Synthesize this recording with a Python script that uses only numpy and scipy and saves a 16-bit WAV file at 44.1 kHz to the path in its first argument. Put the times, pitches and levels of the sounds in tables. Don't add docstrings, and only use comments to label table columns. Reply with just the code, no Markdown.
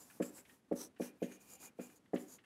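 import sys
import numpy as np
from scipy import signal
from scipy.fft import rfft, irfft
from scipy.io import wavfile
from scipy.ndimage import uniform_filter1d

SR = 44100
rng = np.random.default_rng(int(sys.argv[2]) if len(sys.argv) > 2 else 0)


def unload_wav(signal):
    wavfile.write(
        sys.argv[1],
        SR,
        np.round(np.clip(np.atleast_2d(signal).T, -1, 1) * 32767).astype(np.int16),
    )


def voltage_ratio(level):
    return 10 ** (np.asarray(level, float) / 20)


N = 108045

# pitch in Hz, level in dB, t60 in s.
PANEL_MODES = [(187, -3, .12), (250, 1, .12), (295, -6, .11), (335, -1, .11), (391, 0, .12), (465, -8, .1),
               (518, -6, .12), (559, -2, .12), (666, -5, .1), (758, -12, .1), (880, -18, .09),
               (1100, -22, .09), (1400, -25, .07), (1750, -28, .06)]
# frequency in Hz, density in dB per Hz.
HISS_SPECTRUM = [(300, -8), (900, 6), (2000, -3.5), (3500, -7), (6000, 0.5), (12000, 2.6), (14500, -4),
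                 (15700, -6)]


def evened(x):
    return x / np.sqrt(np.mean(x ** 2) + 1e-20)


def coloured(points):
    point_hz, point_db = np.transpose(points)
    hz = np.fft.rfftfreq(N, 1 / SR)
    gain = voltage_ratio(np.interp(np.log(hz + 1), np.log(point_hz), point_db))
    return evened(irfft(rfft(rng.standard_normal(N)) * gain, N))


def resonate(x, hz, width):
    turn = np.exp(2j * np.pi * np.cumsum(hz * np.ones(len(x))) / SR)
    r = np.exp(-np.pi * width / SR)
    return 2 * (turn * signal.lfilter([1 - r], [1, -r], x / turn)).real


def speed(start, rise, fall):
    corners = [start, start + rise, start + rise + fall]
    return np.sin(np.pi / 2 * np.interp(np.arange(N) / SR, corners, [0, 1, 0]))


def panel(spot_db):
    push_db, push_hz, push_ms = 5.0, 390, 1.5
    t = np.arange(SR // 4) / SR
    ring = np.zeros(len(t))
    for k, ((hz, db, t60), spot) in enumerate(zip(PANEL_MODES, spot_db)):
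        sign = (-1) ** k
        ring += sign * voltage_ratio(db + spot - 60 * t / t60) * np.sin(2 * np.pi * hz * t)
    ring /= 2 * ring[:SR // 40].std()
    u = t - 2 * push_ms / 1000
    push = voltage_ratio(push_db - 9.3 * (u * 1000 / push_ms) ** 2) * np.cos(2 * np.pi * push_hz * u)
    return ring - push


def air():
    # frequency in Hz, density in dB per Hz.
    air_spectrum = [(25, -41), (60, -9.5), (250, 3), (600, -10), (1500, -16), (5000, -26), (11500, -28.5),
                    (13000, -38)]
    return voltage_ratio(-69.5) * coloured(air_spectrum)


def swishes():
    # start in s, rise in s, fall in s, level in dB.
    sweeps = [(-.1, 0.23, .16, -65), (0.398, 0.12, 0.13, -69), (0.716, 0.012, 0.039, -70.5),
              (.765, .05, .08, -91), (0.972, 0.064, .1, -57), (1.128, 0.053, 0.39, -85),
              (1.59, 0.053, 0.073, -61.5), (1.741, 0.096, 0.15, -68), (2.132, 0.063, 0.15, -65.5),
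              (.24, 0.12, .13, -66.5), (1.36, 0.087, 0.23, -68.5), (1.25, .04, .05, -69),
              (1.9, .04, .05, -74), (0.746, 0.018, 0.031, -57.5)]
    level = sum(voltage_ratio(db) * speed(start, rise, fall) ** 2.47 for start, rise, fall, db in sweeps)
    return coloured(HISS_SPECTRUM) * level


def strokes():
    # start in s, rise in s, fall in s, level in dB, main nib resonance in Hz.
    pen_strokes = [(-.04, .05, .07, -60, 7200), (.214, .018, .095, -54, 7500), (.33, .045, .052, -57, 7700),
                   (.755, .055, .08, -51, 5900), (1.0, .025, .085, -58, 6000),
                   (1.219, .013, .058, -60, 6600), (1.29, .04, .06, -63, 6600),
                   (1.39, .03, .022, -67, 6800), (1.46, .07, .055, -58, 7000),
                   (1.575, .07, .055, -57, 6900), (1.79, .045, .055, -61, 7100),
                   (1.88, .03, .03, -70, 7000), (1.943, .022, .03, -67, 6800),
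                   (2.137, .011, .017, -62, 7200), (2.17, .04, .042, -65, 7200),
                   (2.255, .077, .055, -58, 6800), (2.432, .018, .02, -80, 9000)]
    # multiple of the main resonance, width in Hz, level in dB.
    nib_modes = [(0.712, 835, -17), (1.001, 1190, -4.93), (1.368, 1320, -12), (1.7, 2140, -14.5)]
    grit_db, grit_ms = 1.5, 4.0
    squeak_hz, squeak_db = 60, -8.0
    wide_db, rumble_db = -4, -10.5
    roughness = uniform_filter1d(rng.standard_normal(N), int(grit_ms * SR / 1000))
    grit = voltage_ratio(grit_db * evened(roughness))
    rub, wide = rng.standard_normal(N), coloured(HISS_SPECTRUM)
    out, drive = np.zeros(N), np.zeros(N)
    for start, rise, fall, db, main_hz in pen_strokes:
        a, b = max(int(start * SR), 0), int((start + rise + fall) * SR)
        nib = 0
        for multiple, width, mode_db in nib_modes:
            hz = multiple * main_hz
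            voice = evened(resonate(resonate(rub[a:b], hz, width), hz, width))
            if multiple >= 1:
                voice += voltage_ratio(squeak_db) * evened(resonate(rub[a:b], hz, squeak_hz))
            nib = nib + voltage_ratio(mode_db) * voice
        level = (voltage_ratio(db) * speed(start, rise, fall) ** 1.5 * grit)[a:b]
        out[a:b] += level * (nib + voltage_ratio(wide_db) * wide[a:b])
        drive[a:b] += level
    body = panel(np.zeros(len(PANEL_MODES)))
    rumble = signal.oaconvolve(drive * rng.standard_normal(N), body / np.linalg.norm(body))[:N]
    return out + voltage_ratio(rumble_db) * rumble


def ticks():
    # time in s, level in dB, pitch in Hz, length in s.
    finger_ticks = [(.099, -58.5, 1600, 0.025), (.222, -45.5, 1670, 0.016), (.378, -61, 1500, 0.03),
                    (.449, -62.5, 2140, 0.026), (.493, -59.5, 1850, 0.019), (.72, -53, 1204, 0.019),
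                    (.961, -65.5, 1810, 0.031), (1.015, -54, 1690, 0.05), (1.225, -51.5, 1880, 0.032),
                    (1.313, -55.5, 1700, 0.019), (1.625, -63.5, 1430, .05), (1.793, -59, 1580, 0.043),
                    (1.897, -59, 1390, 0.01), (2.057, -69, 1940, 0.018), (2.158, -47.5, 1940, 0.019),
                    (2.19, -81, 2200, 0.014), (2.383, -61, 1910, 0.02), (2.437, -66.5, 1820, .03),
                    (2.133, -54.5, 1160, 0.045), (0.2, -56.5, 1120, 0.04)]
    rise_s, relative_width = .004, .5
    partials = [(1, 0), (1.4, -4.0)]
    out, noise = np.zeros(N), rng.standard_normal((len(finger_ticks), 4000))
    t = np.arange(4000) / SR
    for (start, db, hz, length), rattle in zip(finger_ticks, noise):
        width = relative_width * hz
        body = 0
        for multiple, partial_db in partials:
            once = resonate(rattle, multiple * hz, width)
            body = body + voltage_ratio(partial_db) * evened(resonate(once, multiple * hz, width))
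        envelope = voltage_ratio(db - 15 * t / length) * np.minimum(t / rise_s, 1)
        part = out[round(start * SR):][:4000]
        part += (envelope * body)[:len(part)]
    return out


def thumps():
    # time in s, strength in dB, softness of contact in ms, rebound in dB.
    landings = [(.200, -35, 1.0, 3), (.713, -34, 1.0, 5), (.998, -38, 1.0, 4), (1.218, -37, 0.92, 4),
                (1.788, -45, 1.0, 2), (2.132, -34, 0.86, 4)]
    tip_db, tip_sharp = -4, 0.25
    rebound_s, rebound_soft = .0162, 1.7
    spot_spread_db = 3.0
    low_cut_hz, bass_leak_db = 165, -17.0
    out, spots = np.zeros(N), rng.standard_normal((len(landings), len(PANEL_MODES)))
    t = np.arange(N) / SR
    for (start, db, ms, rebound_db), spot in zip(landings, spots):
        felt = (start, 1, ms)
        core = (start, voltage_ratio(tip_db), ms * tip_sharp)
        rebound = (start + rebound_s, voltage_ratio(rebound_db), ms * rebound_soft)
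        blow = np.zeros(N)
        for at, gain, width in [felt, core, rebound]:
            blow += gain / width * np.exp(-((t - at) * 2000 / width) ** 2)
        out += voltage_ratio(db) * signal.oaconvolve(blow * 2000 / SR, panel(spot_spread_db * spot))[:N]
    low_cut = signal.butter(5, low_cut_hz, "high", fs=SR, output="sos")
    return signal.sosfilt(low_cut, out) + voltage_ratio(bass_leak_db) * out


def room(x):
    level_db, t60, build_up_s = -9.5, .33, .015
    t = np.arange(SR // 2) / SR
    tail = rng.standard_normal(len(t)) * voltage_ratio(-60 * t / t60) * np.clip(t / build_up_s, 0, 1) ** 2
    return voltage_ratio(level_db) * signal.oaconvolve(x, tail / np.linalg.norm(tail))[:N]


def board_sing():
    # start in s, rise in s, fall in s, level in dB.
    sings = [(0.988, 0.038, 0.11, -69), (1.192, 0.038, 0.31, -72), (1.448, 0.221, 0.036, -69),
             (1.762, 0.063, 0.15, -72.5)]
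    # resonance in Hz, width in Hz, level in dB.
    singing_modes = [
        (2420, 60, 0.0),
        (760, 50, -5.0),
        (2790, 40, -8.0),
    ]
    noise = rng.standard_normal(N)
    tone = sum(voltage_ratio(db) * evened(resonate(noise, hz, width)) for hz, width, db in singing_modes)
    return tone * sum(voltage_ratio(db) * speed(start, rise, fall) for start, rise, fall, db in sings)


def whistles():
    # start in s, rise in s, fall in s, top pitch in Hz, level in dB.
    skims = [(1.175, .075, .05, 14250, -74), (1.39, .05, .04, 14650, -82), (1.48, .04, .04, 14650, -78),
             (1.54, .03, .03, 13700, -79), (1.595, .04, .045, 14500, -72), (1.79, .04, .04, 15400, -75)]
    sag, width_hz = .2, 90
    lines = [(1, 0), (.81, -5.0)]
    noise, out = rng.standard_normal(N), np.zeros(N)
    for start, rise, fall, top_hz, db in skims:
        a, b = int(start * SR), int((start + rise + fall) * SR)
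        hand = speed(start, rise, fall)[a:b]
        pitch = top_hz * (1 - sag * (1 - hand))
        for multiple, line_db in lines:
            line = evened(resonate(noise[a:b], multiple * pitch, width_hz))
            out[a:b] += voltage_ratio(db + line_db) * hand * line
    return out


def scene():
    knock = thumps() + ticks()
    friction = strokes() + swishes() + whistles() + board_sing()
    return (knock + room(knock) + friction + air())[None]


def band_limit(x):
    return signal.sosfilt(signal.butter(12, 15720, fs=SR, output="sos"), x)


def record(dry):
    gate_db, slope, depth_db = -65.5, 1, 14
    close_db_per_s, edge_hz = 99, 15780
    level_db = 10 * np.log10(abs(uniform_filter1d(dry[0] ** 2, size=600)) + 1e-12)
    fall = np.arange(N) * close_db_per_s / SR
    held_db = np.maximum.accumulate(np.minimum(level_db, gate_db) + fall) - fall
    gated = dry * voltage_ratio(-np.clip(slope * (gate_db - held_db), 0, depth_db))
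    band = signal.firwin(511, edge_hz, window=("kaiser", 9), fs=SR)
    mix = signal.oaconvolve(gated, band[None], "same")
    return band_limit(mix)


dry = scene()
out = record(dry)
unload_wav(out)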